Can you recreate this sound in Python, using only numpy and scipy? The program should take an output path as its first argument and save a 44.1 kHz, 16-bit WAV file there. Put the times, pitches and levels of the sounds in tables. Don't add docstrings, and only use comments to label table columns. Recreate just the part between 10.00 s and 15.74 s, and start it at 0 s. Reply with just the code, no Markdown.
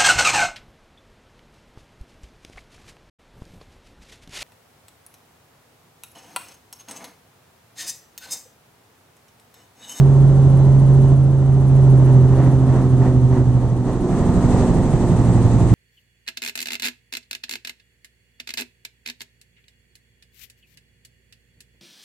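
import sys
import numpy as np
from scipy.fft import rfft, irfft, next_fast_len
from scipy.io import wavfile
from scipy.ndimage import uniform_filter1d, map_coordinates

SR = 44100
rng = np.random.default_rng(int(sys.argv[2]) if len(sys.argv) > 2 else 0)


def inscribe(sig):
    pcm = np.round(np.clip(np.atleast_2d(sig).T, -1, 1) * 32767)
    wavfile.write(sys.argv[1], SR, pcm.astype(np.int16))


N = 253134
COMING, SIDE_ON, GOING = VIEWS = (0, 1, 2)


# t/s, firing level/dB, octave level/dB
DRONE_FADERS = [(0, -10, -38.5), (2.15, -10, -31), (2.6, -12, -23.5), (3.05, -12, -22.5),
                (3.55, -14, -27.5), (3.9, -22.5, -31.5), (4.15, -32, -30), (4.55, -20.5, -21.5),
                (4.9, -25.5, -30), (5.2, -17.5, -29), (5.74, -15.5, -32)]
# multiple of crank rate, coming level/dB, side-on level/dB, going level/dB
ENGINE_PARTIALS = [(1, -43, -36.5, -30), (2, -34.5, -31, -43.5), (2.5, -43, -49, -30),
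                   (3.5, -50.5, -36, -26.5), (4, -38, -36, -53.5), (4.5, -45, -38, -24),
                   (5, -35.5, -50, -37.5), (5.5, -49.5, -52.5, -42), (6.5, -46.5, -44.5, -43),
                   (7, -36.5, -39.5, -29.5), (7.5, -55.5, -42, -36.5), (8, -52.5, -40, -46),
                   (8.5, -39.5, -55, -35), (9, -44, -40, -29), (10, -46.5, -59, -52),
                   (11.5, -51, -45.5, -43.5), (12, -53.5, -58, -48.5), (12.5, -52.5, -57.5, -51.5)]

def exhaust_drone(turns, blade, view, throb, surge_db):
    firing_db, octave_db = curves(DRONE_FADERS)
    firing_db = firing_db - 0.44 * surge_db
    firing = amp(firing_db) * tone(3 * turns, flutter_db=0.82, drift=0.086, rate=12)
    octave = amp(octave_db) * tone(6 * turns, flutter_db=2.5, drift=0.19, rate=11)
    lesser = 0
    for order, *levels in ENGINE_PARTIALS:
        gain = amp(np.interp(view, VIEWS, levels) - 1)
        lesser += gain * tone(order * turns, flutter_db=2, drift=0.28, rate=3.976)
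    return firing * tremolo(blade, throb, at=.5) + (octave + lesser) * tremolo(blade, throb / 2, at=.3)


def exhaust_buzz(turns, view):
    harmonic = np.arange(4097)
    in_range = (harmonic > 19) & (harmonic < 150)
    strength = in_range * np.where(harmonic % 2, .6, 1)
    partials = rng.standard_normal((2, 4097, 2)) @ [1, 1j]
    waves = irfft(partials * strength)
    first, second = [np.interp(turns / 2 % 1, np.linspace(0, 1, len(wave)), wave) for wave in waves]
    path = view + 0.66 * wobble(2.998)
    return np.cos(path) * first + np.sin(path) * second


# f/Hz, coming level/dB, side-on level/dB, going level/dB
RASP_EQ = [(90, -27.5, -23.5, -21.5), (164, 3, -2.5, -0.5), (230, -2.5, -0.5, 0.5), (304, -4, 0, -3),
           (370, -7.5, -4.5, -5.5), (470, -14, -10.5, -10.5), (551, -11.5, -11.5, -12),
           (710, -16, -13, -13), (900, -21.5, -19, -19), (1100, -23.5, -20.5, -20),
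           (1390, -28.5, -27.5, -26.5), (1800, -37, -33.5, -32.5), (2190, -46, -43, -47),
           (7000, -73.5, -73, -68)]

def exhaust_rasp(turns, blade, view, level_db):
    buzz = exhaust_buzz(turns, view)
    rasp = 0
    for facing in VIEWS:
        eq = [(hz, levels[facing]) for hz, *levels in RASP_EQ]
        share = np.clip(1 - np.abs(view - facing), 0, 1)
        puffs = noise(eq) * tremolo(3 * turns, .2, at=0)
        pitched = filtered(buzz, lambda hz: colour(eq, hz))
        rasp += amp(-2.5) * np.sqrt(share) * puffs / midrange_rms(puffs)
        rasp += amp(-3.5) * share * pitched / midrange_rms(pitched)
    edge_eq = [(1200, -27.5), (1850, 4.5), (2800, 4.5), (5000, -16.5)]
    edge = filtered(rasp, lambda hz: amp(along(edge_eq, hz)))
    edge_db = np.interp(level_db, [-35, -29.5], [-18, -2]) + np.interp(view, [SIDE_ON, GOING], [0, -8])
    chop = tremolo(blade, 0.073, at=0.44) * tremolo(2 * blade, 0.048, at=0.15)
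    return amp(level_db) * (rasp + amp(edge_db) * edge) * chop


# crest t/s, half-length/s, boost/dB
RASP_SWELLS = [(2.104, .06, 2.5), (2.424, 0.11, 5), (2.764, .09, 5.5), (3.055, .06, 6), (3.36, 0.051, 6),
               (3.647, .07, 2), (3.897, 0.045, 4.5), (4.156, .08, 2.5), (4.579, .12, 3.5)]

def rasp_surges():
    t = np.arange(N) / SR
    return sum(db * np.exp(-np.abs((t - crest) / length) ** 2.1) for crest, length, db in RASP_SWELLS)


# t/s, relative level/dB
GROWL_SEND = [(0, -4), (1.6, -15.5), (2.15, 0.5), (2.8, 1), (3.4, 2.5), (3.55, -14), (5.74, -16)]

def side_growl(turns, rasp_db):
    bend = 0.14 * uniform_filter1d(rasp_db, size=4096)
    level_db = rasp_db + curves(GROWL_SEND)[0]
    return amp(level_db) * tone(9 * turns + bend, flutter_db=0.5, drift=0.25, rate=16)


# multiple of blade rate, level/dB
THUMP_PARTIALS = [(1, -46.5), (2, -31), (3, -38), (4, -31.5), (5, -36), (6, -31.5), (7, -39), (8, -31.5),
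                  (9, -44.5)]
# multiple of tail blade rate, level/dB
TAIL_PARTIALS = [(1, -31.5), (2, -35), (3, -40), (4, -50.5), (5, -41.5), (6, -55.5)]
# f/Hz, level/dB
WASH_EQ = [(12, -22), (25, -9), (45, -6), (75, 0), (110, -2.5), (170, 4), (230, -12.5), (400, -25.5),
           (900, -60.5)]

def rotors(turns, blade, view, tail_blades_per_turn=1.785):
    smear = np.interp(view, [SIDE_ON, GOING], [1.3, .6])
    thump = np.sqrt(2) * sum(amp(db) * np.sin(2 * np.pi * k * (blade - .48) + smear * wobble(1.2))
                             for k, db in THUMP_PARTIALS)
    tail = sum(amp(db) * tone(k * tail_blades_per_turn * turns, flutter_db=0, drift=0.14, rate=4.1)
               for k, db in TAIL_PARTIALS)
    wash = noise(WASH_EQ) * tremolo(blade, np.interp(view, [COMING, GOING], [.2, .6]), at=0.51)
    facings = [COMING, SIDE_ON, 1.4, GOING]
    thump_db = np.interp(view, facings, [0, -3.5, -7.5, 1.5])
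    tail_db = np.interp(view, facings, [-3, 1, -6, -2.5])
    wash_db = np.interp(view, facings, [-28, -27, -29.5, -21.5])
    return amp(thump_db) * thump + amp(tail_db) * tail + amp(wash_db) * wash


def cooling_fan(turns, view, rasp_db, cycles_per_turn=8.55):
    cycles = cycles_per_turn * turns
    note = tone(cycles, flutter_db=1.5, drift=.1, rate=6)
    octave = amp(-15) * tone(2 * cycles, flutter_db=5, drift=0.22, rate=6.7)
    return amp(rasp_db + np.interp(view, VIEWS, [2.5, -12, -25])) * (note + octave)


# f/Hz, level/dB
AIR_FRONT_EQ = [(700, -21.5), (2000, -1), (3000, 1), (4000, 0.5), (5200, -4), (6300, 2), (7200, -2),
                (8200, 0.5), (9200, -7.5), (10500, -15), (12000, -20), (14000, -23.5)]
# f/Hz, level/dB
AIR_REAR_EQ = [(700, -30), (2000, 3.5), (3000, 0), (4000, 0), (5200, -3.5), (6300, 1), (7200, 1), (8200, 4),
               (9200, -10), (10500, -16), (12000, -24), (14000, -27)]

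def rushing_air(blade, view, level_db):
    behind = np.clip(view - SIDE_ON, 0, 1)
    hiss = np.sqrt(1 - behind) * noise(AIR_FRONT_EQ) + np.sqrt(behind) * noise(AIR_REAR_EQ)
    return amp(level_db + 1.4) * hiss * tremolo(blade, 0.074 + 0.069 * behind, at=0.23)


def tip_swish(blade, centre_hz, level_db, glide=0.24, width=.14):
    sweep = (blade + .44) % 1 - .5
    pitch_hz = centre_hz * (1 - glide * sweep + 0.011 * wobble(19))
    carrier = np.exp(2j * np.pi * np.cumsum(pitch_hz) / SR)
    real, imag = filtered(rng.standard_normal((2, 2, N)), lambda hz: 1 / (1 + (hz / 800) ** 2))
    hiss = ((real + 1j * imag) * carrier).real
    envelope = np.exp(-.5 * (sweep / width) ** 2)
    return amp(level_db - 2.3 + 1.3 * wobble(27)) * unit(hiss * envelope)


# crest t/s, half-length/s, f/Hz, level/dB
WHISTLE_CUES = [(0.618, 0.05, 3970, -63.5), (1.08, 0.053, 2931, -62.5)]

def whistles():
    t = np.arange(N) / SR
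    mix = 0
    for crest, length, hz, db in WHISTLE_CUES:
        envelope = np.exp(-.5 * ((t - crest) / length) ** 2)
        mix += amp(db) * envelope * tone(hz * t, flutter_db=1, drift=.5, rate=30)
    return mix


def level_dip(start_s=1.14, depth_db=3, fall_s=.015, hold_s=0.31, release_s=.38):
    corners = start_s + np.cumsum([0, fall_s, hold_s, release_s])
    return amp(-depth_db * np.interp(np.arange(N) / SR, corners, [0, 1, 1, 0]))


# f/Hz, width/Hz, boost/dB
STEADY_PEAKS = [(380, 26, 3), (898, 58, 5), (1055, 47, 3), (1925, 120, 4), (2330, 29, 0.5), (3000, 26, 4)]

def colour(eq, hz):
    peaks_db = sum(db / (1 + (2 * (hz - centre) / width) ** 2) for centre, width, db in STEADY_PEAKS)
    return amp(along(eq, hz) + peaks_db)


# f/Hz, left-right correlation
PORT_CORRELATION = [(300, .995), (600, .96), (1100, .9), (2000, .4), (4000, 0), (8000, -.05), (12000, .1)]

def noise(eq):
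    def mid_side_gains(hz):
        spread = np.arccos(np.clip(along(PORT_CORRELATION, hz), -1, 1)) / 2
        return colour(eq, hz) * [np.cos(spread), np.sin(spread)]
    mid, side = filtered(rng.standard_normal((2, N)), mid_side_gains)
    return np.array([mid + side, mid - side]) / np.std(mid)


def tone(cycles, flutter_db, drift, rate):
    phase = 2 * np.pi * (cycles + rng.random()) + drift * wobble(rate)
    return np.sqrt(2) * amp(flutter_db * wobble(rate)) * np.sin(phase)


def tremolo(cycles, depth, at):
    return (1 + depth * np.cos(2 * np.pi * (cycles - at))) / np.sqrt(1 + depth ** 2 / 2)


def wobble(rate):
    coarse = np.arange(0, N + 64, 64)
    knots = rng.standard_normal(1024)
    return np.interp(np.arange(N), coarse, map_coordinates(knots, [coarse * rate / SR], mode="mirror"))


def filtered(x, response):
    size = next_fast_len(N + 8192)
    return irfft(rfft(x, size) * response(np.fft.rfftfreq(size, 1 / SR)), size)[..., :N]


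def midrange_rms(x):
    mono = np.atleast_2d(x).mean(axis=0)
    return np.std(filtered(mono, lambda hz: (hz > 500) & (hz < 2000)))


def curves(rows):
    times, *columns = np.transpose(rows)
    return [np.interp(np.arange(N) / SR, times, column) for column in columns]


def along(points, hz):
    freqs, values = np.transpose(points)
    return np.interp(np.log(hz + 1), np.log(freqs + 1), values)


def amp(db):
    return 10 ** (np.asarray(db) / 20)


def unit(x):
    return x / np.sqrt(np.mean(x ** 2) + 1e-20)


# t/s, f/Hz
CRANK_RATE = [(0, 45.7), (0.6, 45), (1.2, 45.027), (1.8, 44.578), (2.2, 43), (2.6, 43.6), (3, 42.5),
              (3.5, 41.8), (4, 40.538), (4.5, 40.6), (5, 39.4), (5.74, 38)]
# t/s, view (0 coming, 1 side-on, 2 going), throb depth, swish f/Hz, swish level/dB
FLIGHT_PATH = [(0, 0.35, 0, 9780, -59.5), (1.1, 0, 0.14, 9700, -56.5), (1.3, 0.23, 0.05, 9620, -58.5),
               (1.9, 0.22, 0.01, 9700, -56.5), (2.5, 1.2, 0.28, 9580, -59), (3.6, 1.04, 0.49, 9310, -64),
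               (4.3, 2, 0.4, 8910, -53), (5.74, 2, 0.3, 8550, -52.5)]
# t/s, rasp level/dB, air level/dB
NOISE_FADERS = [(0, -34, -53.5), (2, -33.5, -53.5), (3.2, -36, -54.5), (3.8, -37, -56), (4.3, -30.5, -48),
                (5.74, -31, -46.5)]

def scene():
    turns = np.cumsum(curves(CRANK_RATE)[0]) / SR
    blade = .30153 * turns - .84
    view, throb, swish_hz, swish_db = curves(FLIGHT_PATH)
    surge_db = rasp_surges()
    rasp_db, air_db = curves(NOISE_FADERS)
    rasp_db += surge_db
    air_db += np.interp(view, [SIDE_ON, GOING], [0.5, 1.2]) * surge_db
    exhaust = (exhaust_drone(turns, blade, view, throb, surge_db)
               + exhaust_rasp(turns, blade, view, rasp_db)
               + side_growl(turns, rasp_db))
    blades = (rotors(turns, blade, view)
              + rushing_air(blade, view, air_db)
              + tip_swish(blade, swish_hz, swish_db))
    return level_dip() * (exhaust + cooling_fan(turns, view, rasp_db) + blades + whistles())


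# f/Hz, left minus right level/dB
PORT_BALANCE = [(25, -8.5), (60, -4.6), (100, -3.1), (170, -2.9), (260, -1.3), (1000, -1), (2000, -.3),
                (3200, -3), (4600, -2), (6200, -4), (7200, 3), (8200, 11), (10000, 9), (13000, 8)]
# f/Hz, phase/rad
PORT_LEAD = [(50, .6), (130, .43), (250, .29), (500, .13), (1000, .05), (3000, 0)]

def record(dry, top_hz=14200):
    def ports(hz):
        gains = amp(np.outer([.5, -.5], along(PORT_BALANCE, hz)))
        lead = np.exp(1j * np.outer([.5, -.5], along(PORT_LEAD, hz)))
        return lead * gains / np.sqrt(np.mean(gains ** 2, axis=0))
    heard = filtered(dry, ports)
    soft_clipped = heard / (1 + np.abs(heard / .98) ** 12) ** (1 / 12)
    return filtered(soft_clipped, lambda hz: hz < top_hz)


dry = scene()
out = record(dry)
inscribe(out)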